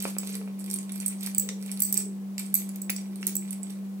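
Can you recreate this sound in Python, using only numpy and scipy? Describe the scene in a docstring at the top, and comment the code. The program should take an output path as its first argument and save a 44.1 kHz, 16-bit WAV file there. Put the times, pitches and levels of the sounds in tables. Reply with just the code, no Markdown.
"""A metal spoon digs in a glass of dry beans, close by, in a small hard-walled room.
From the outset a motor hums over dark noise, and the beans rustle and tick as the spoon scrapes through.
In the first half second hand and glass knock dully on the table, and the spoon first clinks on the glass,
its ring quickly damped by beans and fingers. The clinks then come in clusters, loudest near 1.8 and 2.5 s;
from 1.5 s the spoon's bowl also clacks hollowly on the beans, and one last knock falls at 2.9 s."""
import sys
import numpy as np
from scipy import signal
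from scipy.fft import rfft, irfft
from scipy.io import wavfile
from scipy.ndimage import uniform_filter1d, minimum_filter1d

SR = 44100
rng = np.random.default_rng(int(sys.argv[2]) if len(sys.argv) > 2 else 0)


def unload_wav(signal):
    """Save mono or channel-first audio to the path in sys.argv[1] as 16-bit WAV at rate SR, clipped to [-1, 1]."""
    wavfile.write(
        sys.argv[1],
        SR,
        np.round(np.clip(np.atleast_2d(signal).T, -1, 1) * 32767).astype(np.int16),
    )


N = 176400
T = np.arange(N) / SR

# Faint tones beside the motor's main one: (frequency [Hz], level [dB])
MOTOR_PARTIALS = [(357, -66.5), (1077, -68)]
# Spectrum of the background noise: (frequency [Hz], relative density [dB])
NOISE_SPECTRUM = [(25, -105), (90, -101), (150, -81.5), (230, -80), (380, -80), (560, -85.5), (800, -88.5),
                  (1400, -96.5), (2300, -98.5), (3500, -102), (8000, -102), (15500, -102)]
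# Likeness of that noise in left and right: (frequency [Hz], coherence [0-1])
NOISE_COHERENCE = [(60, 1), (180, 0.8), (550, 0.53), (1650, 0), (5000, 0)]
# Soft low swells in the noise: (time [s], frequency [Hz], level [dB])
NOISE_SWELLS = [(.37, 440, -51), (.7, 370, -54.5), (1.48, 523, -57.5), (1.53, 427, -52.5), (2.03, 390, -51),
                (3.28, 364, -50)]
# Push of the spoon, as the envelope of the rustle: (time [s], level [dB])
PUSH_ENVELOPE = [(0, -43), (.06, -40.5), (.15, -50.5), (.21, -45.5), (.36, -42), (.46, -61), (.58, -69),
                 (.6, -49), (.67, -62), (.72, -46), (.87, -59.5), (1.08, -46), (1.17, -52.5), (1.27, -39.5),
                 (1.31, -52.5), (1.6, -54.5), (1.75, -49.5), (1.9, -51.5), (1.99, -43), (2.06, -67),
                 (2.37, -78), (2.39, -47), (2.52, -57.5), (2.58, -41.5), (2.66, -56.5), (2.87, -63),
                 (2.95, -50), (3.14, -67), (3.29, -41.5), (3.35, -61), (3.54, -50), (3.6, -67),
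                 (3.72, -49.5), (3.8, -68)]
# Single beans snapping past the spoon or dropping, and one faint dull touch of the spoon at 3.16 s: (time [s],
# body level [dB], click level [dB])
BEAN_TICKS = [(.0032,-56,-34.5),(0.0241,-47,-29.5),(0.2728,-43.5,-35),(0.353,-44,-32.5),(0.6421,-58,-41),(0.662,-52,-43),(0.701,-52,-33.5),(0.7122,-63,-29.5),(0.732,-51,-34.5),(0.7601,-51,-33),(.829,-52.5,-46),(0.8937,-44.5,-45),(0.9587,-50,-37.5),(0.979,-61,-44),(1.0102,-50,-38),(1.2084,-54,-38),(1.2324,-55,-34),(1.2627,-52,-29),(1.2713,-51,-36),(1.6259,-50,-42.5),(1.662,-50.5,-40),(1.716,-52,-30),(1.7237,-60,-38.5),(1.7742,-51,-39),(1.7948,-50,-38),(2.0037,-48,-34.5),(2.3939,-45,-32),(3.1581,-55,-41),(3.705,-55,-43.5)]
# Low resonances of beans on spoon and glass: (frequency [Hz], bandwidth [Hz], relative level [dB])
BEAN_BODY_MODES = [(1200, 1540, -3.5), (2340, 370, 2.5), (3340, 1300, 2), (4300, 2200, -2)]
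# High resonances of the same contacts: (frequency [Hz], bandwidth [Hz], relative level [dB])
BEAN_CLICK_MODES = [(4610, 1200, -1), (5750, 190, -5.5), (7450, 880, -5.5), (8260, 490, 7.5),
                    (10300, 1300, 4), (10740, 430, 6), (12420, 250, 5.5), (13200, 1500, -5)]
# Sliding strokes of the spoon: (centre time [s], level [dB])
SCRAPE_STROKES = [(.04, -47.5), (.29, -54), (1.25, -53.5)]
# Resonances excited by sliding: (frequency [Hz], bandwidth [Hz], relative level [dB])
SCRAPE_MODES = [(2930, 950, -6.5), (4770, 420, 1), (6370, 810, 0.5)]
# Knocks of hand and glass on the table: (time [s], level [dB])
TABLE_KNOCKS = [(0.0527, -27.5), (.166, -38.5), (0.2323, -41.5), (.414, -45), (.4763, -44), (2.898, -41.5)]
# Resonances of a knock: (frequency [Hz], bandwidth [Hz], relative level [dB])
KNOCK_MODES = [(294, 350, -6), (690, 820, -4.5), (1144, 320, -7.5), (2500, 200, -13)]
# Spoon on glass: (time [s], main frequency [Hz], level of each of five mode groups, low to high [dB])
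SPOON_CLINKS = [(0.184, 7990, -37, -26, -36.0, -33.5, -34), (0.739, 8690, -44, -25.5, -30.5, -37.0, -53.0),
                (0.7866, 8000, -42.5, -33, -55, -51.5, -64.5), (0.92, 8100, -48, -42, -33.5, -57, -56.5),
                (1.001, 8220.0, -41, -33.5, -40.5, -52.5, -55.5),
                (1.0608, 8280.0, -48, -22, -38, -34.0, -41), (1.0644, 8330, -41.5, -28, -31, -45.0, -71.5),
                (1.08, 8280, -47, -28, -28.5, -36, -53.5), (1.0851, 8000, -53, -30, -44, -43, -44.0),
                (1.3476, 8060, -43.5, -28, -42, -44, -43), (1.381, 7920, -34.5, -18, -41, -27.5, -20.5),
                (1.3966, 7820, -43, -22.5, -35, -27, -42), (1.4893, 8160, -35.5, -35.5, -44, -51, -70.0),
                (1.8026, 8040, -41.5, -35, -26, -27.5, -27), (1.8205, 8000.0, -28, -12.5, -31, -13.5, -23),
                (1.8329, 8040, -39, -21, -30, -26, -29), (1.8497, 8060, -45.0, -21.5, -43.0, -33.0, -38.0),
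                (1.9257, 8100, -37, -25, -30, -22, -32.5), (1.942, 7830, -42, -26, -33, -31.0, -42.5),
                (1.9703, 7980.0, -33, -37, -38, -35, -40.5), (1.975, 7990, -32.5, -15, -30.0, -25, -31),
                (2.3803, 7890, -37, -34.5, -51, -41.5, -59.5),
                (2.5413, 8000, -36, -24, -20.5, -11.5, -39.0),
                (2.5519, 7980, -30.5, -18.5, -32, -17, -38.0), (2.6906, 7700, -47.5, -47, -37, -50, -54),
                (2.7582, 8040, -50, -47, -46, -40, -50), (2.817, 7930, -49, -31.5, -61, -38, -41),
                (2.898, 8200, -40, -48, -32, -34, -28.0), (2.9026, 8470.0, -36, -45, -26.5, -46.5, -39.5),
                (2.9629, 7940, -38.0, -32.5, -48, -45, -59.5),
                (3.2675, 8160.0, -35.5, -27.5, -21.5, -26, -33), (3.276, 8050, -36.5, -39.0, -39, -42, -33),
                (3.3534, 7900, -42.5, -30.0, -43, -26.5, -38.5), (3.3658, 7810, -44, -23, -48, -36, -36.5),
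                (3.5073, 8650, -48, -45, -30, -49, -57), (3.5294, 8000.0, -49, -35.5, -54, -47, -64.0),
                (3.6311, 8030, -49, -32.5, -52, -51, -61.5)]
# Modes of spoon and glass, in five groups: (frequency [Hz], relative level [dB], 60 dB decay time [s])
CLINK_MODE_GROUPS = [
    [(4730, 12, 0.008), (5920, 11, 0.017), (7080, 18, 0.0042)],
    [(8140, -4.5, 0.018), (8000, -4, 0.017)],
    [(9860, 10, 0.014), (10310, 15.5, 0.015), (11750, 4.5, 0.01)],
    [(12170, 2, 0.014), (12530, 1.5, 0.003)],
    [(15540, 0, 0.029)],
]
# Shift of the modes by grip and beans from clink to clink, per group: (frequency spread [fraction])
GROUP_PITCH_SPREAD = [0.044, 0.00052, 0.031, 0, 0.0012]
# Fixed stereo balance, per group: (left minus right [dB])
GROUP_BALANCE_DB = [18.5, -17, -14, -1.5, 7]
# Feed to the room, per group: (gain [dB])
GROUP_FEED_DB = [-2, -8, -8.5, -8, -6.5]
# Clacks of the spoon's bowl: (time [s], level [dB])
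BOWL_CLACKS = [(1.4893, -31.5), (2.3809, -35), (2.896, -28.5), (2.9015, -33), (3.2291, -35)]
# Resonances of a clack: (frequency [Hz], bandwidth [Hz], relative level [dB])
CLACK_MODES = [(2200, 330, -1), (2590, 410, -1), (5400, 1700, -5)]
# Reverberation of the room: (frequency [Hz], 60 dB decay time [s])
ROOM_DECAY = [(300, 0.26), (2500, 0.22), (8000, 0.29), (15000, 0.19)]

CONTACT_S, CONTACT_RISE_S, RING_S = 0.0006, 0.00016, 0.06
CLICK_PAN_DB, BODY_PAN_DB = -9, -6.5   # left minus right
HUM_LAG_S, BEAN_LAG_S, SPOON_LAG_S = 0.00028, 0.00013, 0.00015   # left behind right
BEAN_ROOM_DB = -4.5
MAIN_GROUP = 1   # the mode group tuned to each clink's main frequency


def from_db(db):
    """Amplitude ratio: tenfold for every 20 dB."""
    return 10 ** (np.asarray(db) / 20)


def unit_rms(x):
    """Normalisation to unit mean power."""
    return x / np.sqrt(np.mean(x ** 2) + 1e-30)


def at_hz(table, hz):
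    """Interpolation on a logarithmic frequency axis."""
    freqs, values = np.transpose(table)
    return np.interp(np.log(np.maximum(hz, 1)), np.log(freqs), values)


def drift(rate_hz):
    """Random modulation of unit rms, linear between knots."""
    knots = rng.standard_normal(4000)
    return unit_rms(np.interp(T * rate_hz, np.arange(len(knots)), knots))


def band_limit(x, kind, hz, order=2):
    """Maximally flat filtering: low-, high- or band-pass."""
    return signal.sosfilt(signal.butter(order, hz, kind, fs=SR, output="sos"), x)


def resonate(x, hz, width_hz):
    """Damped resonance, passing about the same white-noise power at any bandwidth."""
    radius = np.exp(-np.pi * width_hz / SR)
    feedback = [1, -2 * radius * np.cos(2 * np.pi * hz / SR), radius ** 2]
    return signal.lfilter(np.sqrt(1 - radius ** 2) * np.array([1, 0, -1]), feedback, x + 1e-18)


def contact(decay_s):
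    """Contact force of rough, hard surfaces: noise that builds up and decays exponentially."""
    t = np.arange(int(RING_S * SR)) / SR
    return rng.standard_normal(len(t)) * (1 - np.exp(-t / CONTACT_RISE_S)) * np.exp(-t / decay_s)


def impact(modes, decay_s=CONTACT_S, spread_db=4):
    """Modal superposition: one touch excites each resonance with a random strength."""
    return sum(from_db(db + spread_db * rng.standard_normal())
               * unit_rms(resonate(contact(decay_s), hz, width)) for hz, width, db in modes)


def add(track, time_s, db, sound):
    """Superposition of an event on a track, at the rms level given for its first 5 ms."""
    start = max(int(time_s * SR), 0)
    onset_rms = np.sqrt(np.mean(sound[:int(0.005 * SR)] ** 2))
    track[start:start + len(sound)] += (from_db(db) / onset_rms * sound)[:N - start]


def place(x, pan_db, lag_s):
    """Localisation by level and arrival time: the left channel receives the direct sound later."""
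    delay = np.exp(-2j * np.pi * np.fft.rfftfreq(2 * N, 1 / SR) * lag_s)
    left = irfft(rfft(x, 2 * N) * delay)[:N]
    return np.array([left, x]) * unit_rms(from_db([[pan_db / 2], [-pan_db / 2]]))


def motor_hum(main_hz=195.5, main_db=-35.5):
    """Periodic vibration: a motor's tones, wavering slightly in level and phase."""
    main = from_db(main_db + 0.45 * drift(19)) * np.sin(2 * np.pi * main_hz * T + 0.035 * drift(14))
    faint = sum(from_db(db + 2.7 * drift(4.83)) * np.sin(2 * np.pi * hz * T + 0.19 * drift(8.2))
                for hz, db in MOTOR_PARTIALS)
    return np.sqrt(2) * place(main + faint, pan_db=0.29, lag_s=HUM_LAG_S)


def background(floor_db=-52, swell_s=0.093, width_hz=64.8):
    """Partial coherence: dark room noise, alike on both sides in the bass, with narrow-band swells."""
    freqs = np.fft.rfftfreq(N, 1 / SR)
    mid, side = rfft(rng.standard_normal((2, N))) * from_db(at_hz(NOISE_SPECTRUM, freqs))
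    coherence = np.clip(at_hz(NOISE_COHERENCE, freqs), -1, 1)
    spectra = np.sqrt(1 + coherence) * mid + np.sqrt(1 - coherence) * side * [[1], [-1]]
    noise = from_db(floor_db) * unit_rms(irfft(spectra, N))
    for time_s, hz, db in NOISE_SWELLS:
        band = resonate(resonate(rng.standard_normal(N), hz, width_hz), hz, width_hz)
        noise += from_db(db) * np.exp(-0.5 * ((T - time_s) / swell_s) ** 2) * unit_rms(band)
    return noise


def rustle(modes, grains_per_s=1000, spread_db=4):
    """Shot noise: many tiny bean collisions of uneven size, each exciting one resonance."""
    sizes = from_db(spread_db * np.minimum(rng.exponential(1, N), 5)) * rng.choice([-1, 1], N)
    impulses = sizes * (rng.random(N) < grains_per_s / SR)
    struck_mode = rng.integers(0, len(modes), N)
    return unit_rms(sum(from_db(db) * resonate(impulses * (struck_mode == k), hz, width)
                        for k, (hz, width, db) in enumerate(modes)))


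def beans(flutter_db=4):
    """Granular flow: the rustle grows with the spoon's push, and single beans tick above it."""
    push_db = np.interp(T, *np.transpose(PUSH_ENVELOPE)) + flutter_db * drift(70)
    click = rustle(BEAN_CLICK_MODES) * from_db(push_db - 3)
    body = rustle(BEAN_BODY_MODES) * from_db(0.79 * push_db - 17)   # follows the push less
    for time_s, body_db, click_db in BEAN_TICKS:
        add(body, time_s, body_db, impact(BEAN_BODY_MODES, decay_s=0.0042))
        add(click, time_s, click_db, impact(BEAN_CLICK_MODES, decay_s=0.00048))
    click = band_limit(click, "high", hz=3650)
    direct = place(click, CLICK_PAN_DB, BEAN_LAG_S) + place(body, BODY_PAN_DB, BEAN_LAG_S)
    return direct, from_db(BEAN_ROOM_DB) * (click + body)


def scrapes(half_stroke_s=0.077):
    """Sliding friction: the spoon's bowl draws a fine, even rasp from beans and glass."""
    envelope = sum(from_db(db) * np.sqrt(np.maximum(1 - ((T - time_s) / half_stroke_s) ** 2, 0))
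                   for time_s, db in SCRAPE_STROKES)
    rasp = envelope * band_limit(rustle(SCRAPE_MODES), "high", hz=SCRAPE_MODES[0][0] / 2)
    return place(rasp, 0, BEAN_LAG_S), from_db(BEAN_ROOM_DB) * rasp


def knocks(room_db=-4):
    """Impulse response of heavily damped modes: hand and glass thud on the table."""
    tap = signal.unit_impulse(int(RING_S * SR))
    thud = sum(from_db(db) * (-1) ** k * resonate(tap, hz, width)
               for k, (hz, width, db) in enumerate(KNOCK_MODES))
    thud = band_limit(band_limit(thud, "high", hz=188), "low", hz=3200)
    track = np.zeros(N)
    for time_s, db in TABLE_KNOCKS:
        add(track, time_s, db, thud)
    return place(track, BODY_PAN_DB / 2, BEAN_LAG_S), from_db(room_db) * track


def clink_ring(modes, shift, pitch_spread, chatter_s=0.003, chatter_db=-11):
    """Damped free vibration: a touch and a quick, weaker second one set a group of modes ringing."""
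    gap = int(chatter_s * SR * rng.uniform(0.46, 1))
    ring = 0
    for hz, db, t60 in modes:
        force = contact(CONTACT_S) + from_db(chatter_db) * np.roll(contact(CONTACT_S), gap)
        pitch, strength = rng.standard_normal(2)
        width_hz = np.log(1000) / (np.pi * t60)
        mode = resonate(force, hz * shift * (1 + pitch_spread * pitch), width_hz)
        ring = ring + from_db(db + 2 * strength) * unit_rms(mode)
    edges_hz = [shift * modes[0][0] / 1.12, shift * modes[-1][0] * 1.12]   # trims the resonance skirts
    return band_limit(ring, "band", edges_hz, order=1)


def clinks(jolt_db=-9.5):
    """Modal excitation: each clink of spoon on glass has its own main pitch and jolts the beans."""
    direct, feed = 0, 0
    for k, modes in enumerate(CLINK_MODE_GROUPS):
        group = np.zeros(N)
        for time_s, main_hz, *levels_db in SPOON_CLINKS:
            shift = main_hz / modes[-1][0] if k == MAIN_GROUP else 1
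            add(group, time_s, levels_db[k], clink_ring(modes, shift, GROUP_PITCH_SPREAD[k]))
        direct += place(group, GROUP_BALANCE_DB[k], SPOON_LAG_S)
        feed += from_db(GROUP_FEED_DB[k]) * group
    jolts = np.zeros(N)
    for time_s, _, *levels_db in SPOON_CLINKS:
        add(jolts, time_s, levels_db[0] + jolt_db, impact(BEAN_BODY_MODES))
    return direct + place(jolts, BODY_PAN_DB, BEAN_LAG_S), feed + from_db(BEAN_ROOM_DB) * jolts


def clacks(room_db=-6.5):
    """Impact on broad resonances: the spoon's bowl clacks hollowly against the beans."""
    track = np.zeros(N)
    for time_s, db in BOWL_CLACKS:
        add(track, time_s, db, impact(CLACK_MODES))
    return place(track, BODY_PAN_DB, BEAN_LAG_S), from_db(room_db) * track


def room(feed, build_s=0.0017):
    """Diffuse reverberation: dense reflections, unrelated left and right, decay at each band's own rate."""
    t = np.arange(SR // 2) / SR
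    edges_hz = np.geomspace(150, 18000, 9)
    tail = 0
    for low, high in zip(edges_hz, edges_hz[1:]):
        band = band_limit(rng.standard_normal((2, len(t))), "band", [low, high])
        t60 = at_hz(ROOM_DECAY, np.sqrt(low * high))
        tail += band * np.exp(-np.log(1000) * t / t60)
    tail = unit_rms(tail * (1 - np.exp(-(t / build_s) ** 2))) / np.sqrt(len(t))
    return signal.fftconvolve(feed[None], tail, axes=1)[:, :N]


def scene():
    """Superposition: each contact source gives direct sound and a room feed, over hum and noise."""
    direct, feed = zip(beans(), scrapes(), knocks(), clinks(), clacks())
    return motor_hum() + background() + sum(direct) + room(sum(feed))


def record(dry, limit_db=-4, release_db_per_s=96, cutoff_hz=16200):
    """Peak limiting: the gain dips briefly at peaks over the limit; the top treble is then cut steeply."""
    peak_db = 20 * np.log10(np.abs(dry).max(axis=0) + 1e-9)
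    over_db = np.maximum(peak_db - limit_db, 0)
    held_db = np.maximum.accumulate(over_db + release_db_per_s * T) - release_db_per_s * T
    gain = from_db(uniform_filter1d(minimum_filter1d(-held_db, size=256), size=256))
    return signal.sosfilt(signal.ellip(10, 0.1, 80, cutoff_hz, fs=SR, output="sos"), dry * gain)


dry = scene()
out = record(dry)
unload_wav(out)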